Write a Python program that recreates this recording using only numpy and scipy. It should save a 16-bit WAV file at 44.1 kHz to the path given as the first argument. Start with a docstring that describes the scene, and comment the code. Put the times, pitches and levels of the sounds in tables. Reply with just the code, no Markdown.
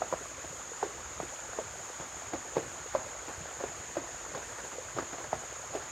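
"""A shallow creek in summer woods: a horse wades toward a hand-held camera.
Each hoof traps pockets of air that plop as gliding, dying sines, slaps up spray and thuds on the bed;
between steps the legs slosh, as bursts of coloured random drops.
The creek is patchy shaped noise with small ringing bubbles and a fine fizz; echoes return from the banks.
Insects drone in the trees, mostly between 6 and 7.5 kHz, as one narrow, faintly throbbing band of noise."""
import sys
import numpy as np
from scipy import signal
from scipy.fft import rfft, irfft
from scipy.io import wavfile
from scipy.ndimage import uniform_filter1d

SR = 44100
rng = np.random.default_rng(int(sys.argv[2]) if len(sys.argv) > 2 else 0)


def dump(signal):
    """Clip the signal to [-1, 1] and save it as 16-bit WAV at the path in sys.argv[1]."""
    limited = np.clip(np.atleast_2d(signal).T, -1, 1)
    pcm = np.round(limited * 32767).astype(np.int16)
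    wavfile.write(sys.argv[1], SR, pcm)


N = 260631
BINS = np.fft.rfftfreq(N, 1 / SR)

# Hooves plunging in. Each row: start in seconds, plop level in dB, plop pitch in Hz, plop t60 in seconds,
# small pocket level in dB, gulp level in dB, gulp pitch in Hz, splash level in dB, thud level in dB.
HOOF_STEPS = [(.019, -14, 750, 0.019, -26, -36, 620, -41.5, -63),
              (0.1254, -19, 583, 0.029, -20.5, -55, 410, -43.5, -36),
              (.137, -14, 687, 0.013, -43, -37, 574, -55, -43),
              (.828, -15.5, 865, .02, -31.5, -23.5, 476, -38, -56),
              (1.201, -17.5, 713, 0.011, -30, -55, 498, -41, -33),
              (1.532, -23, 860, 0.0061, -36.5, -42, 560, -49, -59),
              (1.587, -17.5, 498, 0.02, -26.5, -28.5, 717, -43, -45),
              (1.999, -25, 670, 0.0066, -56, -40.5, 387, -44, -36),
              (2.334, -20.5, 770, 0.022, -41, -28, 351, -39, -41),
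              (2.567, -13, 527, 0.035, -23, -25, 426, -34, -27),
              (2.9494, -15.5, 616, 0.04, -22.5, -26.5, 707, -37.5, -60),
              (3.638, -16, 463, 0.018, -27.5, -38, 566, -42.5, -42),
              (3.968, -18.5, 636, 0.034, -34.5, -25, 386, -38, -39),
              (4.348, -31, 622, 0.04, -29, -31, 556, -41, -39),
              (4.985, -21, 713, 0.023, -23.5, -30, 410, -37.5, -44),
              (5.3298, -11, 782, 0.014, -39, -45, 590, -40, -36),
              (5.75, -21.5, 640, 0.023, -41, -25, 490, -38, -58)]
# Colour of the small drops. Each row: frequency in Hz, relative density in dB per Hz.
SPATTER_COLOUR = [(200, -41), (600, 9), (1000, 3.5), (1600, 6), (2100, -2.5), (3000, -17), (5000, -9),
                  (12000, -35)]


def gain_of(db):
    """Decibels to amplitude."""
    return 10 ** (np.asarray(db) / 20)


def evened(x):
    """Scales to rms 1."""
    return x / np.sqrt(np.mean(x ** 2) + 1e-20)


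def read(points, hz):
    """Reads a table on a log-frequency axis, flat beyond its ends."""
    f, value = np.transpose(points)
    return np.interp(np.log(hz + 1), np.log(f + 1), value)


def add(mix, s, sound):
    """Mixes a sound in at s seconds."""
    part = mix[max(0, round(s * SR)):][:len(sound)]
    part += sound[:len(part)]


def coloured(x, spectrum):
    """Weights a signal by a spectrum, at rms 1."""
    return evened(irfft(rfft(x) * gain_of(read(spectrum, BINS)), N))


def drift(rate_hz):
    """Slow random wander of rms 1: noise with little left above the rate."""
    noise = rfft(rng.standard_normal(N))
    return evened(irfft(noise * np.exp(-(BINS / rate_hz) ** 2), N))


def ring(hz, t60, rise_cycles, glide=0):
    """A soft-started, dying sine whose pitch moves by the share glide."""
    t = np.arange(int(1.5 * t60 * SR) + 2) / SR
    pitch = hz * (1 + glide * (1 - np.exp(-3 * t / t60)))
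    turns = np.cumsum(pitch) / SR
    onset = 1 - np.exp(-(t * hz / rise_cycles) ** 2)
    return onset * gain_of(-60 * t / t60) * np.sin(2 * np.pi * turns)


def surge(rise, t60):
    """An envelope that swells quickly and dies away, times in seconds."""
    age = np.arange(SR // 2) / SR
    return (1 - np.exp(-age / rise)) * gain_of(-60 * age / t60)


def drops(per_s, spread_db):
    """Random impacts of either sign; their sizes in dB scatter exponentially, up to three spreads."""
    size = gain_of(spread_db * np.minimum(rng.exponential(1, N), 3))
    sign = rng.choice([-1, 1], N)
    return size * sign * (rng.random(N) < per_s / SR)


def plops(rise_cycles=0.42, low_cut_hz=170):
    """Hooves trap a main, a smaller and a hollow air pocket, drips one; such small sources lack bass."""
    # Water falling back from the lifted legs. Each row: start in seconds, level in dB, pitch in Hz.
    drips = [(.21, -37, 390), (.716, -34, 456), (1.23, -29.5, 345), (2.346, -26.5, 525),
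             (3.065, -32.5, 560), (3.608, -28.5, 564), (4.783, -28, 494)]
    plop_glide = -0.23  # share by which the pitch sinks as the cavity widens
    small_ratio, small_t60_s, small_glide = 1.86, 0.032, -0.27  # pitch relative to the plop
    gulp_delay_s, gulp_t60_s, gulp_glide = 0.00241, 0.0855, -0.448  # the hollow behind the hoof rings long
    drip_t60_s, drip_glide = 0.048, 0.044
    out = np.zeros(N)
    for s, db, hz, t60, small_db, gulp_db, gulp_hz, _, _ in HOOF_STEPS:
        main = ring(hz, t60, rise_cycles, plop_glide)
        small = ring(hz * small_ratio, small_t60_s, rise_cycles, small_glide)
        gulp = ring(gulp_hz, gulp_t60_s, rise_cycles, gulp_glide)
        add(out, s, gain_of(db) * main)
        add(out, s, gain_of(small_db) * small)
        add(out, s + gulp_delay_s, gain_of(gulp_db) * gulp)
    for s, db, hz in drips:
        add(out, s, gain_of(db) * ring(hz, drip_t60_s, rise_cycles, drip_glide))
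    bass_loss = 1 - np.exp(-(BINS / low_cut_hz) ** 2)
    return irfft(rfft(out) * bass_loss, N)


def slaps(t60=0.026, rise=0.00076):
    """A hoof breaks the surface with a short burst of spray, as strong as its plunge."""
    lead_s, slap_db = 0.0019, -22  # before the plop; relative to the plop
    burst = np.zeros(N)
    for s, plop_db, *_ in HOOF_STEPS:
        add(burst, s - lead_s, gain_of(plop_db + slap_db) * surge(rise, t60))
    return dulled(burst * coloured(drops(per_s=2800, spread_db=0.5), SPATTER_COLOUR))


def dulled(x, top_hz=2360):
    """Heavy drops: a low-pass takes the treble off the slaps."""
    return signal.sosfilt(signal.butter(3, top_hz, fs=SR, output="sos"), x)


def splashes():
    """A low slosh and a brighter spatter swell with each push of a leg and fall back."""
    # Colour of the heaved water. Each row: frequency in Hz, relative density in dB per Hz.
    slosh_colour = [(80, -17), (200, -10.5), (330, 0.5), (550, 0), (850, -2), (1300, -24.5), (2600, -18),
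                    (8000, -38)]
    # Legs swinging between steps. Each row: start in seconds, slosh level in dB, spatter level in dB.
    swishes = [(0.441, -39.5, -47), (2.622, -38.5, -55), (3.282, -34.5, -42), (3.45, -45, -50),
               (3.6, -39.5, -40), (4.04, -52, -53), (4.37, -39.5, -51), (4.582, -44, -38.5),
               (4.639, -35.5, -53), (4.728, -36.5, -57), (4.962, -36, -42), (5.02, -43, -46),
               (5.125, -37.5, -38.5), (5.181, -38.5, -38.5), (5.24, -60, -42.5), (5.418, -44, -52),
               (5.815, -53, -40)]
    bow_lead_s, bow_db = 0.0143, -4.5  # the leg pushes water ahead of the landing; relative to the splash
    spatter_db = -2.5  # spatter of the steps, relative to their slosh
    splash, swish = surge(rise=0.0015, t60=0.14), surge(rise=0.0021, t60=0.11)
    heave = np.zeros(N)
    for s, *_, splash_db, _ in HOOF_STEPS:
        add(heave, s - bow_lead_s, gain_of(splash_db + bow_db) * swish)
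        add(heave, s, gain_of(splash_db) * splash)
    spray = gain_of(spatter_db) * heave
    for s, swish_slosh_db, swish_spatter_db in swishes:
        add(heave, s, gain_of(swish_slosh_db) * swish)
        add(spray, s, gain_of(swish_spatter_db) * swish)
    slosh = coloured(drops(per_s=700, spread_db=3.5), slosh_colour)
    spatter = coloured(drops(per_s=590, spread_db=-0.5), SPATTER_COLOUR)
    return heave * slosh + spray * spatter


def thuds(rise_cycles=0.42):
    """The weight of the horse lands and shifts on the gravel bed, as low dying sines."""
    # A planted hoof shifting on the gravel. Each row: start in seconds, level in dB, pitch in Hz.
    shifts = [(.454, -44, 90), (.502, -41.5, 149), (1.646, -41, 95), (3.375, -34, 81), (3.406, -37.5, 156),
              (4.947, -38.5, 122)]
    thud_hz, thud_t60_s, shift_t60_s = 147.7, 0.072, 0.11
    out = np.zeros(N)
    for s, *_, thud_db in HOOF_STEPS:
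        add(out, s, gain_of(thud_db) * ring(thud_hz, thud_t60_s, rise_cycles))
    for s, db, hz in shifts:
        add(out, s, gain_of(db) * ring(hz, shift_t60_s, rise_cycles))
    return out


def churn(t, follow=0.58):
    """Decibels by which the stirred water departs from its usual level: a share of the table's swing."""
    # How strongly the stirred water churns. Each row: time in seconds, level in dB before the median is taken off.
    churn_levels = [(0.0, -49.5), (0.13, -47.5), (0.72, -49), (0.89, -47.5), (3.94, -46.5), (4.7, -47.5),
                    (5.08, -47), (5.9, -46)]
    s, db = np.transpose(churn_levels)
    return follow * np.interp(t, s, db - np.median(db))


def bubbles(per_s, low_hz, high_hz, cycles, spread_db, level_db, glide=0.24, count=36):
    """Small bubbles in the riffles, each rising in pitch as it nears the surface."""
    out = np.zeros((2, N))
    slots = 60  # chances for each pitch
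    for hz in np.geomspace(low_hz, high_hz, count):
        bubble = ring(hz, cycles / hz, 0.9, glide) * (low_hz / hz) ** 0.16
        for when, size, side, chance in rng.random((slots, 4)):
            if chance < per_s * N / SR / count / slots:
                loud = gain_of(spread_db * min(-np.log(size), 3))
                add(out[0], when * N / SR, loud * (1 + side) * bubble)
                add(out[1], when * N / SR, loud * (2 - side) * bubble)
    return gain_of(level_db) * evened(out)


def creek(patchy_db=2.5, level_db=-46.87, smooth_above_hz=2500):
    """The wash of the stream: patches come and go in the gurgle, the far hiss stays smooth."""
    # Colour of the running water. Each row: frequency in Hz, relative density in dB per Hz.
    creek_colour = [(18, -38), (30, -19), (59, 1), (91, -1), (118, -2.5), (223, -11.5), (260, -6.5),
                    (296, -9), (345, -2.5), (385, -7.5), (478, -3.5), (961, -4.5), (1450, -3.5),
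                    (2800, -12.5), (5500, -17), (7150, -66), (12100, -120)]
    # Likeness of left and right. Each row: frequency in Hz, coherence from 0 to 1.
    likeness = [(60, 1), (300, 0.94), (700, 0.99), (1500, 0.77), (2300, 0.98), (3100, 1)]
    window, hop = 1024, 256
    frames, hz = N // hop + 5, np.fft.rfftfreq(window, 1 / SR)
    a, b, c, d, patches = rng.standard_normal((5, frames, len(hz)))
    patches = uniform_filter1d(patches, size=6, axis=0)  # lasting in time
    patches = evened(uniform_filter1d(patches, size=8, axis=1))  # broad in frequency
    swell_db = churn(np.arange(frames)[:, None] * hop / SR)
    same = np.clip(read(likeness, hz), -1, 1)
    left = a + 1j * b
    right = same * left + np.sqrt(1 - same ** 2) * (c + 1j * d)
    unevenness_db = (patchy_db * patches + swell_db) / (1 + (hz / smooth_above_hz) ** 2)
    z = np.array([left, right]) * gain_of(unevenness_db)
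    _, wash = signal.istft(z, nperseg=window, noverlap=window - hop, time_axis=1, freq_axis=2)
    return gain_of(level_db) * coloured(wash[:, :N], creek_colour)


def fizz(level_db=-57.0, swell_db=1.05):
    """Countless tiny drops and bursting bubbles make a faint, wavering hiss."""
    # Fine fizz of the riffles. Each row: frequency in Hz, relative density in dB per Hz.
    fizz_colour = [(1500, -38), (4500, -7.5), (6000, 1.5), (8200, 1.5), (9000, -1), (10000, -1),
                   (12000, -10.5), (14000, -11), (15000, -24), (16000, -26)]
    wavering = gain_of(level_db + swell_db * drift(7.6))
    return wavering * coloured(drops(per_s=17000, spread_db=3.0), fizz_colour)


def insects(throb_hz=39, throb_db=0.13, flutter_db=.5, swell_db=0.14, level_db=-46.32):
    """Many far singers blur into one band; the pulsing of the nearest makes it throb faintly."""
    # Colour of the chorus. 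Each row: frequency in Hz, relative density in dB per Hz.
    chorus_colour = [(4500, -52), (5600, -19.5), (6000, -14.5), (6330, -4.5), (6680, 1.5), (7150, 0.5),
                     (7380, -10), (7700, -17.5), (8300, -35.5)]
    strokes = np.cumsum(throb_hz * (1 + 0.013 * drift(2.9))) / SR
    throb = throb_db * np.sin(2 * np.pi * strokes)
    wobble_db = throb + flutter_db * drift(60) + swell_db * drift(1.8)
    return gain_of(level_db + wobble_db) * coloured(rng.standard_normal(N), chorus_colour)


def woods(x, alike=1.0):
    """Trunks and banks scatter the sound back as sparse echoes, partly shared by left and right."""
    # Ring of the wooded banks. Each row: frequency in Hz, t60 in seconds.
    bank_ring = [(150, 0.58), (600, 0.19), (2000, 0.28), (8000, 0.16)]
    taps = rng.standard_normal((3, SR)) * (rng.random((3, SR)) < 1500 / SR)  # 1500 echoes a second
    taps[:, :round(.008 * SR)] = 0  # no echo in the first 8 ms
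    share = np.clip(alike, 0, 1)
    taps = np.sqrt(share) * taps[0] + np.sqrt(1 - share) * taps[1:]
    hz, t, z = signal.stft(taps, SR, nperseg=256)
    fade = gain_of(-60 * t / read(bank_ring, hz)[:, None])
    _, tail = signal.istft(z * fade, SR, nperseg=256)
    return signal.fftconvolve(x[None], tail / np.linalg.norm(tail[0]), axes=1)[:, :N]


def scene(woods_db=-15, horse_right_db=0.04):
    """The horse a hair right of centre, in the creek, under the insects."""
    horse = plops() + slaps() + splashes() + thuds()
    sides = np.array([[-1], [1]])  # left down, right up
    tinkle = bubbles(per_s=140, low_hz=873, high_hz=3070, cycles=29.4, spread_db=3.0, level_db=-58)
    lapping = bubbles(per_s=110, low_hz=432, high_hz=1670, cycles=10.8, spread_db=4, level_db=-54.5)
    stirred = (tinkle + lapping) * gain_of(churn(np.arange(N) / SR))
    water = creek() + stirred
    echoes = gain_of(woods_db) * woods(horse, alike=0.92)
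    return horse * gain_of(horse_right_db * sides) + echoes + water + fizz() + insects()


def record(dry, low_cut_hz=31, narrow_above_hz=3000, edge_hz=15750):
    """Stereo finish: no deep bass, treble nearly mono, sides turned apart in phase above 9 kHz, a top limit."""
    # How the camera body sets its two microphones apart, below 4 kHz. Each row: frequency in Hz,
    # radians that left leads, dB that left is louder.
    ports = np.array([(520, 0.047, -0.5), (650, -0.27, -1.3), (774, 0.72, -3.5), (940, 0.12, 2),
                      (1050, 0.041, -2), (1600, 0.26, 0.6), (2500, 0, -0.5), (4000, 0, 0)])
    # Phase between the sides in the top treble. Each row: frequency in Hz, radians that left lags.
    top_turn = [(8800, 0), (9150, 1.7), (10000, 3.14), (10450, 3.14), (11600, 6.28), (12500, 6.28),
                (13500, 9.42), (14300, 9.42), (15000, 12.57)]
    spectra = rfft(dry)
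    mid = spectra.mean(0)
    spectra = mid + (spectra - mid) / (1 + (BINS / narrow_above_hz) ** 4)
    half = np.array([[.5], [-.5]])  # left takes half of each difference, right the other half
    lead = read(ports[:, [0, 1]], BINS) - read(top_turn, BINS)
    louder_db = read(ports[:, [0, 2]], BINS)
    apart = np.exp(1j * lead * half) * gain_of(louder_db * half)
    bass_loss = 1 - np.exp(-(BINS / low_cut_hz) ** 4)
    wide = irfft(spectra * apart * bass_loss, N)
    top_limit = signal.firwin(511, edge_hz, window=("kaiser", 9), fs=SR)
    return signal.oaconvolve(wide, top_limit[None], "same")


dry = scene()
out = record(dry)
dump(out)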